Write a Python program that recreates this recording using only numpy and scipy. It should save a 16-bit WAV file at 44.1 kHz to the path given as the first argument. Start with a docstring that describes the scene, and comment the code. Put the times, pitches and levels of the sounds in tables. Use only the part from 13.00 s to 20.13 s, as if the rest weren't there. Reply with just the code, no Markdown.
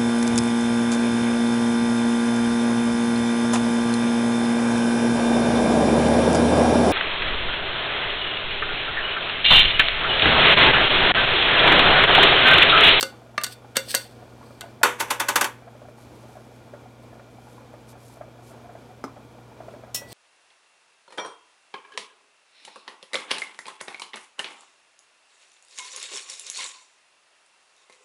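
"""A small kitchen, heard from just above a skillet of sauce; bubbles plop throughout over fan, hum and faint fizz.
First a steel spoon knocks and scrapes a tin: noise bursts and decaying modes for blows, random slips for scrapes.
Before two seconds the tin drops on the enamel stove top and rocks ever faster on its rolling rim.
From three seconds the fizz flares at times; near six a spatula taps the skillet, near seven it is laid down.
A last short scrape follows. Bubbles are rising sines with torn noise; the room is a decaying noise tail."""
import sys
import numpy as np
from scipy import signal
from scipy.fft import rfft, next_fast_len
from scipy.io import wavfile
from scipy.ndimage import uniform_filter1d

SR = 44100
rng = np.random.default_rng(int(sys.argv[2]) if len(sys.argv) > 2 else 0)


def unload_audio(sound):
    """Save the sound as a 16-bit wav file, at the path given as the first command line argument."""
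    columns = np.transpose(np.atleast_2d(sound))
    # keep every value between -1 and 1, then stretch to whole-number steps
    steps = np.round(np.clip(columns, -1, 1) * 32767)
    wavfile.write(sys.argv[1], SR, steps.astype(np.int16))


N = 314433
TIME = np.arange(N) / SR

# Spoon on the tin's wall: (time [s], middle level [dB], treble against middle [dB], contact swell [s])
SPOON_BLOWS = [(.0092, -35, 7.5, .00012), (0.0276, -25, -1, 0.000078), (.414, -40, -8.5, 0.00102),
               (.436, -34.5, 8, 0.000058), (.443, -34, 4, .0002), (.465, -40, -1, .0003),
               (.759, -31, -11, .0017), (.768, -23, 2, 0.00026), (.9425, -26, -13.5, 0.000217),
               (.9485, -28.5, 8.5, 0.0000598), (1.609, -42, 1.5, .00005), (1.615, -42, -13, .0004)]
# Single blows, for the next three tables as well: (time [s], low level [dB], middle level [dB],
# high level [dB], clatter t60 [s], contact swell [s], ring against clatter [dB])
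# Spoon on the tin's base
BASE_KNOCK = [(.3787, -35.5, -21, -32.5, 0.016, 0.000276, 2.5)]
# Tin dropped on the stove top: columns as for single blows
TIN_LANDING = [(1.832, -22.5, -10.5, -19, 0.238, 0.000061, 1)]
# Spatula tapping the skillet: columns as for single blows
SKILLET_TAP = [(6.0397, -32.5, -33, -47.5, 0.075, 0.000097, 0)]
# Spatula laid down: columns as for single blows
SPATULA_LAID = [(6.9457, -46.5, -36, -25.5, 0.109, 0.00066, -1.37),
                (6.958, -58, -39.5, -34, 0.13, 0.0013, 2.05)]
# The tin rocking on its rim: (time [s], middle level [dB])
ROCKS = [(2.003, -21.5), (2.106, -20.5), (2.200, -21), (2.286, -19), (2.358, -16), (2.411, -18),
         (2.443, -23.5)]
# Strokes of steel over metal: (peak time [s], level [dB], rise by 20 dB [s], fall by 20 dB [s])
SCRAPE_STROKES = [(0, -40, .02, 0.0751), (.533, -41.5, 0.0633, 0.0147), (.908, -28, 0.0433, 0.048),
                  (0.943, -34.5, 0.0009, 0.1215), (1.5, -63, 0.44, 0.38), (7.13, -40, 0.0492, .05)]
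# Edges between the low, middle and high bands of a blow: (lower [Hz], upper [Hz])
BLOW_BANDS = 800, 3300

# Mode tables hold nominal values, which each contact detunes, weights and damps.
# Modes of the tin's wall: (frequency [Hz], level [dB], t60 [s])
WALL_MODES = [(535.5, 0.5, 0.196), (1473.8, 1.5, 0.174), (1558.3, -5, 0.16813), (1664, -8.5, 0.086),
              (2088, 1, 0.143), (2210, -10.5, .08), (2737, 3.5, 0.1), (2867, -0.5, 0.11),
              (3530, -12.5, 0.34), (3930, -14.5, .22), (4537, 4.5, 0.042), (4548, 1, 0.11),
              (4470, -9, 0.278), (4697, 0.5, 0.091), (5350, -19.5, 0.155), (5796, 3.5, 0.091),
              (6365, -4.5, 0.092), (8282, -10.5, 0.1087), (8210, -11, 0.13), (8520, -19, .2),
              (8640, -15.5, .13), (9195, -21.5, .2), (12050, -8.5, 0.0698)]
# Modes of the tin's flat base: (frequency [Hz], level [dB], t60 [s])
BASE_MODES = [(642.3, -2.5, 0.098), (1197, 3, 0.1044), (1746, 2.5, 0.037), (1854, -5, .05),
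              (2280, -7.5, 0.065), (2683, -4.5, 0.067), (3670, -11.5, 0.098), (4350, -17.5, 0.084),
              (6240, -15.5, .04), (8600, -18.5, 0.045)]
# Modes of the spoon's bowl: (frequency [Hz], level [dB], t60 [s])
BOWL_MODES = [(1899, -11, .1), (4460, -5, .09), (4440, -3.5, .08), (4534, -1.5, 0.12), (4628, -6, .15),
              (4774, -8, .12), (8230, -11, 0.1), (8410, -10, 0.11255), (8790, -12.5, 0.1036)]
# Modes of tin and stove top together: (frequency [Hz], level [dB], t60 [s])
STOVE_MODES = [(322, -28, 0.18), (428.57, -16, 0.18), (485.56, 0, 0.553), (565, 6.5, 0.28),
               (845.3, 3, 0.23), (905.2, 2, 0.313), (928, 3, 0.393), (1057.5, 1.5, 0.287),
               (1159.2, -7, 0.533), (1270, -17.5, .22), (1408, -3.5, 0.141), (1506, 14.5, 0.124),
               (1704, 7, 0.122), (1753, -7.5, .22), (1940, -17.5, 0.21), (1950, -21.5, .2),
               (2542, 0.5, 0.185), (2590, -17.5, 0.21), (3200, -19, 0.18606), (3520, -3, 0.1903),
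               (4494, 0, 0.12), (4482.9, 0.5, 0.124), (4430, -22, 0.11), (5910, -9.5, 0.182),
               (6070, -1.5, 0.11), (7550, -10.5, .14)]
# Modes of the skillet: (frequency [Hz], level [dB], t60 [s])
SKILLET_MODES = [(276.3, 9.5, 0.111), (365, -6, 0.1), (857, -17.5, 0.082), (1200, -2, 0.15),
                 (1309, 3.5, 0.08), (2130, -11, 0.095), (5120, -12, 0.076), (5890, -13.5, .08)]
# Modes of the spatula: (frequency [Hz], level [dB], t60 [s])
SPATULA_MODES = [(1190, -29, .3), (1620, -24, .15), (1960, -13, .55), (2546, -17, .19), (2780, -16, .11),
                 (2993, -26, .35), (3284, -18, .19), (3700, -18, .19), (4199, -15, .16), (4400, -16, .14),
                 (5362, -1, .15), (5381, -7, .14), (5744, -13, .14), (6406, -17, .19), (6783, -14, .17),
                 (7397, -17, .17), (9292, -18, .17), (11760, -18, .16)]

# Colour of the wall's dense, short-lived modes: (frequency [Hz], level [dB])
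WALL_TINT = [(100, -21), (250, -1.5), (550, -2.5), (800, -8.5), (1450, 9), (2330, -6.5), (3600, 6),
             (4600, 4.5), (5400, -1.5), (6800, 0.5), (8500, 4), (10500, -8), (12500, -1.5), (16000, -26.5)]
# Colour of the base's dense modes: (frequency [Hz], level [dB])
BASE_TINT = [(100, -15), (300, 12), (700, 0.5), (1250, -3.5), (2000, 3.5), (3500, -12), (5000, -10.5),
             (8500, -26), (10000, -30.5), (16000, -46)]
# Colour of the dense modes of tin and stove top: (frequency [Hz], level [dB])
STOVE_TINT = [(130, -34.5), (220, -3), (330, 5.5), (500, 2), (680, -2), (950, 4), (1550, 0), (2200, -1.5),
              (3500, -8.5), (4100, -20), (5100, -21), (6000, -13), (12000, -19.5), (16000, -35.5)]
# Colour of the skillet's dense modes: (frequency [Hz], level [dB])
SKILLET_TINT = [(100, -20.5), (280, 14.5), (550, -0.5), (1250, -4), (2000, -16), (3800, -23), (5500, -20.5),
                (8500, -24.5), (16000, -38)]
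# Colour of the spatula's dense modes: (frequency [Hz], level [dB])
SPATULA_TINT = [(200, -10.5), (1200, -11.5), (2000, -20.5), (2800, -2.5), (4300, -6), (8000, 0.5),
                (12000, -2), (16000, -6.5)]
# Colour of the scraping slips: (frequency [Hz], level [dB])
SCRAPE_TINT = [(1000, -11.5), (1900, -6.5), (3300, 0), (4300, -3), (4850, -8.5), (5600, 1), (7000, -9.5),
               (8600, 0.5), (11000, -8.5), (14000, -7.5), (16000, -15.5)]

# The largest bubbles: (time [s], level before their common gain [dB], starting pitch [Hz])
LARGE_BUBBLES = [(1.638, -38, 675), (1.813, -33, 658), (2.674, -39, 684), (2.816, -39.5, 594),
                 (2.884, -40, 595), (3.368, -38.5, 624), (3.735, -35, 573), (4.127, -40.5, 643),
                 (4.195, -39, 559), (4.737, -38, 595), (5.209, -31, 626), (5.692, -39, 682),
                 (5.751, -36, 649), (6.603, -36, 641), (6.681, -35, 645), (6.737, -37, 584),
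                 (6.835, -37, 616.4), (7.018, -38, 553)]
# Flares of fizz at the skillet's hot edge: (time [s], level [dB], half length [s])
FIZZ_FLARES = [(3.014, -61.5, 0.0455), (3.3, -67.5, 0.33), (4.474, -66, 0.149), (4.903, -55.5, 0.0248),
               (5.09, -60, 0.091), (5.484, -60, 0.059)]
# Spectrum of the kitchen air: (frequency [Hz], level [dB])
AIR_TINT = [(20, -10.5), (45, -5.5), (75, 3.5), (170, -1.5), (250, 5.5), (420, 2), (650, 1), (1000, -4),
            (1400, -10), (1900, -14.5), (2800, -17.5), (6000, -22.5), (10000, -29.5), (16000, -36.5)]
# Fan resonances: (frequency [Hz], width [Hz], rms level [dB])
FAN_RESONANCES = [(481.6, 12, -61.5), (1418.7, 30.9, -67), (2363, 112.8, -67.5), (3322.7, 420, -71)]
# Motor hum: (frequency [Hz], mean rms level [dB])
HUM_TONES = [(57.6, -66), (114, -68), (119.9, -52.5), (151.5, -70), (222.5, -63), (239.8, -62)]


def amp(db):
    """Decibels to gain."""
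    return 10 ** (np.asarray(db) / 20)


def unit(x):
    """Scale to rms 1."""
    return x / np.sqrt(np.mean(x ** 2) + 1e-20)


def fade(t, t60):
    """Free decay by 60 dB in t60 seconds, from t = 0 on."""
    return np.exp(-np.log(1000) * np.maximum(t, 0) / t60)


def add(out, at_s, x):
    """Mix x into out from the given time."""
    i = int(round(at_s * SR))
    x, i = x[max(-i, 0):], max(i, 0)
    out[i:i + len(x)] += x[:max(len(out) - i, 0)]


def tint(x, colour):
    """Multiply the spectrum of x by a curve of (Hz, dB) points, at rms 1."""
    hz, db = np.transpose(colour)
    size = next_fast_len(len(x))
    f = np.maximum(np.fft.rfftfreq(size, 1 / SR), 1)
    gain = amp(np.interp(np.log(f), np.log(hz), db))
    return unit(np.fft.irfft(rfft(x, size) * gain, size)[:len(x)])


def band(x, hz, kind):
    """Third-order Butterworth filter."""
    return signal.sosfilt(signal.butter(3, hz, kind, fs=SR, output="sos"), x)


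def walk(rate, size=N):
    """Smooth random wander of spread near 1, with `rate` new values a second."""
    k = int(SR / rate)
    steps = np.repeat(rng.standard_normal(size // k + 1), k)
    return 1.3 * uniform_filter1d(steps, k)[:size]


def ring(modes, t, damping=1, detune=0.0018):
    """Decaying modes; each contact weights and detunes them a little, and damping divides their t60."""
    hz, db, t60 = np.transpose(modes)[:, :, None]
    weight, shift, phase = rng.standard_normal((len(modes), 3)).T[:, :, None]
    tones = np.sin(2 * np.pi * (hz * (1 + detune * shift) * t + phase))
    return np.sum(amp(db + 2 * weight) * fade(t * damping, t60) * tones, axis=0)


def blows(table, modes, colour, crack_db, crack_t60, damping, detune, lowest_hz=200):
    """Each blow is a bright crack, a clatter of dense modes and a ring, balanced in three bands."""
    out, t = np.zeros(N), np.arange(-SR // 50, SR // 2) / SR
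    low_edge, high_edge = BLOW_BANDS
    for at_s, low_db, mid_db, high_db, t60, swell, ring_db in table:
        contact = .5 + .5 * np.tanh(t / (2 * swell))
        clatter = unit(contact * fade(t, t60) * tint(rng.standard_normal(len(t)), colour))
        bright = band(rng.standard_normal(len(t)), (900, 13000), "band")
        crack = unit(contact * fade(t, crack_t60 + 10 * swell) * bright)
        body = unit(contact * ring(modes, t, damping, detune))
        hit = clatter + amp(crack_db) * crack + amp(ring_db) * body
        # small objects radiate no bass
        low = amp(low_db) * unit(band(hit, (lowest_hz, low_edge), "band"))
        mid = amp(mid_db) * unit(band(hit, (low_edge, high_edge), "band"))
        high = amp(high_db) * unit(band(hit, high_edge, "high"))
        # a level is the band's whole energy, taken as if it lasted 20 ms
        spread = np.sqrt(.02 * SR / len(t))
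        add(out, at_s + t[0], spread * (low + mid + high))
    return out


def spoon_contacts(firm_db=-25, bass_db=-3.5, bass_per_db=0.67, t60=.027, growth_per_db=0.0187, ring_db=-4.5):
    """Rows for blows: a firmer stroke flexes the tin's base for more bass, and its clatter lasts longer."""
    rows = []
    for at_s, db, treble_db, swell in SPOON_BLOWS:
        firmness = db - firm_db
        low_db = db + bass_db + bass_per_db * firmness
        clatter_t60 = t60 * np.exp(growth_per_db * firmness)
        rows.append((at_s, low_db, db, db + treble_db, clatter_t60, swell, ring_db))
    return rows


def bowl(ring_db=-11, ring_per_treble_db=2.0, detune=.006):
    """The spoon's own modes: the sharper a contact, the more it rings the spoon itself."""
    out, t = np.zeros(N), TIME[:SR // 2]
    for at_s, db, treble_db, swell in SPOON_BLOWS:
        level = amp(db + ring_db + ring_per_treble_db * treble_db)
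        add(out, at_s, level * np.tanh(t / (2 * swell)) * ring(BOWL_MODES, t, detune=detune))
    return out


def friction(force, modes, colour, slips_per_s, rough_db, ring_db, low_hz):
    """Tiny uneven slips, as strong as the stroke, excite metal that the lasting contact damps."""
    slips = (rng.random(N) < slips_per_s / SR) * rng.standard_normal(N)
    slips = slips * amp(rough_db * walk(400))
    body = unit(signal.fftconvolve(slips, ring(modes, TIME[:SR // 8], damping=6))[:N])
    rub = tint(slips, colour) + amp(ring_db) * body
    return force * unit(band(rub, low_hz, "high"))


def stroke(start_s, end_s, db, rise_s, fall_s):
    """Force of a rubbing contact: it grows, holds from start to end, and dies away."""
    before = np.maximum(start_s - TIME, 0) / rise_s
    after = np.maximum(TIME - end_s, 0) / fall_s
    return amp(db - 20 * (before + after))


def scraping_force():
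    """Each stroke bites, peaks and slips off."""
    return sum(stroke(at_s, at_s, db, rise_s, fall_s) for at_s, db, rise_s, fall_s in SCRAPE_STROKES)


def rocking_contacts(bass_db=-11.5, treble_db=-4.5, t60=0.1232, swell_s=0.001197, swing_s=.1,
                     swell_power=1.59, ring_db=-4.0):
    """Rows for blows: the rim rolls into each landing, the more gently the longer the swing before it."""
    rows, previous_s = [], TIN_LANDING[0][0]
    for at_s, db in ROCKS:
        swell = swell_s * ((at_s - previous_s) / swing_s) ** swell_power
        rows.append((at_s, db + bass_db, db, db + treble_db, t60, swell, ring_db))
        previous_s = at_s
    return rows


def rolling_force(level_db=-41.5, rise_s=.06, fall_s=0.14):
    """The rim rolls evenly on the enamel from the first rock to the last."""
    return stroke(ROCKS[0][0], ROCKS[-1][0], level_db, rise_s, fall_s)


def plop(hz, t60=0.04014, glide=1.2, swell=0.001713, burst_db=-15, burst_t60=0.0826):
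    """A bubble opens: its cavity rings for a few cycles, rising, while the wet skin tears."""
    t = TIME[:SR // 10]
    cavity = np.sin(2 * np.pi * hz * t * (1 + glide * t)) * fade(t, t60)
    skin = unit(band(rng.standard_normal(len(t)), (500, 1600), "band")) * fade(t, burst_t60)
    opening = 1 - np.exp(-(t / swell) ** 2)
    return opening * (cavity + amp(burst_db) * skin)


def sauce(large_db=7, small_db=-41, size_db=6, lowest_hz=565, pitch_spread=.25, count=150):
    """A few large bubbles among many small ones, some of them higher in pitch."""
    out = np.zeros(N)
    for at_s, db, hz in LARGE_BUBBLES:
        add(out, at_s, amp(db + large_db) * plop(hz))
    for at_s in rng.uniform(0, N / SR, count):
        size, pitch = rng.standard_normal(2)
        hz = lowest_hz * np.exp(pitch_spread * abs(pitch))
        add(out, at_s, amp(small_db + size_db * np.tanh(size)) * plop(hz))
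    return out


def sizzle(steady_db=-73, flicker_db=1.32, pops_per_s=3500):
    """Random pops as fine fizz at the pan's hot edge: a faint flickering bed with short flares."""
    pops = (rng.random(N) < pops_per_s / SR) * rng.standard_normal(N)
    power = amp(steady_db) ** 2
    for at_s, db, half_s in FIZZ_FLARES:
        power = power + amp(db) ** 2 * np.exp(-2 * ((TIME - at_s) / half_s) ** 2)
    return np.sqrt(power) * amp(flicker_db * walk(40)) * unit(band(pops, (3500, 12000), "band"))


def room(x, wet_db=-12, t60_low=0.2686, t60_high=0.218, treble_db=-3, first_s=0.0017):
    """Reflections from stove back, counter and walls; the treble dies first."""
    t = TIME[:SR // 2]
    noise = rng.standard_normal(len(t))
    low = band(noise, 3200, "low") * fade(t, t60_low)
    high = amp(treble_db) * band(noise, 3010, "high") * fade(t, t60_high)
    tail = unit((low + high) * (t > first_s)) / np.sqrt(len(t))
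    return x + amp(wet_db) * signal.fftconvolve(x, tail)[:N]


def kitchen(air_db=-50, waver_db=0.5, air_waver_db=1.0):
    """Moving air and fan resonances are filtered noise; a motor's hum is wavering sines."""
    out = amp(air_db + air_waver_db * walk(8)) * tint(rng.standard_normal(N), AIR_TINT)
    for hz, width, db in FAN_RESONANCES:
        b, a = signal.iirpeak(hz, hz / width, fs=SR)
        out += amp(db) * unit(signal.lfilter(b, a, rng.standard_normal(N)))
    for hz, db in HUM_TONES:
        tone = unit(np.sin(2 * np.pi * (hz * TIME + rng.random())))
        out += amp(db + waver_db * walk(4.405)) * tone
    return out


def scene():
    """All the work at the stove, heard from just above the skillet."""
    spoon = blows(spoon_contacts(), WALL_MODES, WALL_TINT,
                  crack_db=-5.5, crack_t60=0.0125, damping=1, detune=0.00301)
    knock = blows(BASE_KNOCK, BASE_MODES, BASE_TINT,
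                  crack_db=-25, crack_t60=.012, damping=1, detune=0.0018)
    scrape = friction(scraping_force(), BOWL_MODES, SCRAPE_TINT,
                      slips_per_s=9700, rough_db=2.5, ring_db=-0.5, low_hz=1490)
    # each landing on a new part of the rim shifts the tin's modes; the stove top damps them
    tin = blows(TIN_LANDING + rocking_contacts(), STOVE_MODES, STOVE_TINT,
                crack_db=-8.0, crack_t60=0.0377, damping=1.47, detune=0.01337)
    roll = friction(rolling_force(), STOVE_MODES, STOVE_TINT,
                    slips_per_s=2700, rough_db=2, ring_db=-2, low_hz=400)
    tap = blows(SKILLET_TAP, SKILLET_MODES, SKILLET_TINT,
                crack_db=-35, crack_t60=0.0151, damping=1.21, detune=0.00184)
    clink = blows(SPATULA_LAID, SPATULA_MODES, SPATULA_TINT,
                  crack_db=-16, crack_t60=0.041, damping=0.836, detune=0.00026)
    stove_work = spoon + bowl() + knock + scrape + tin + roll + tap + clink + sauce()
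    return (room(stove_work) + sizzle() + kitchen())[None]


def record(dry, top_hz=15800):
    """The recorder thins the deepest bass, holds the peaks within full scale and cuts the top."""
    held = np.clip(band(dry, 45, "high"), -.95, .95)
    return signal.sosfilt(signal.ellip(8, .2, 70, top_hz, fs=SR, output="sos"), held)


dry = scene()
out = record(dry)
unload_audio(out)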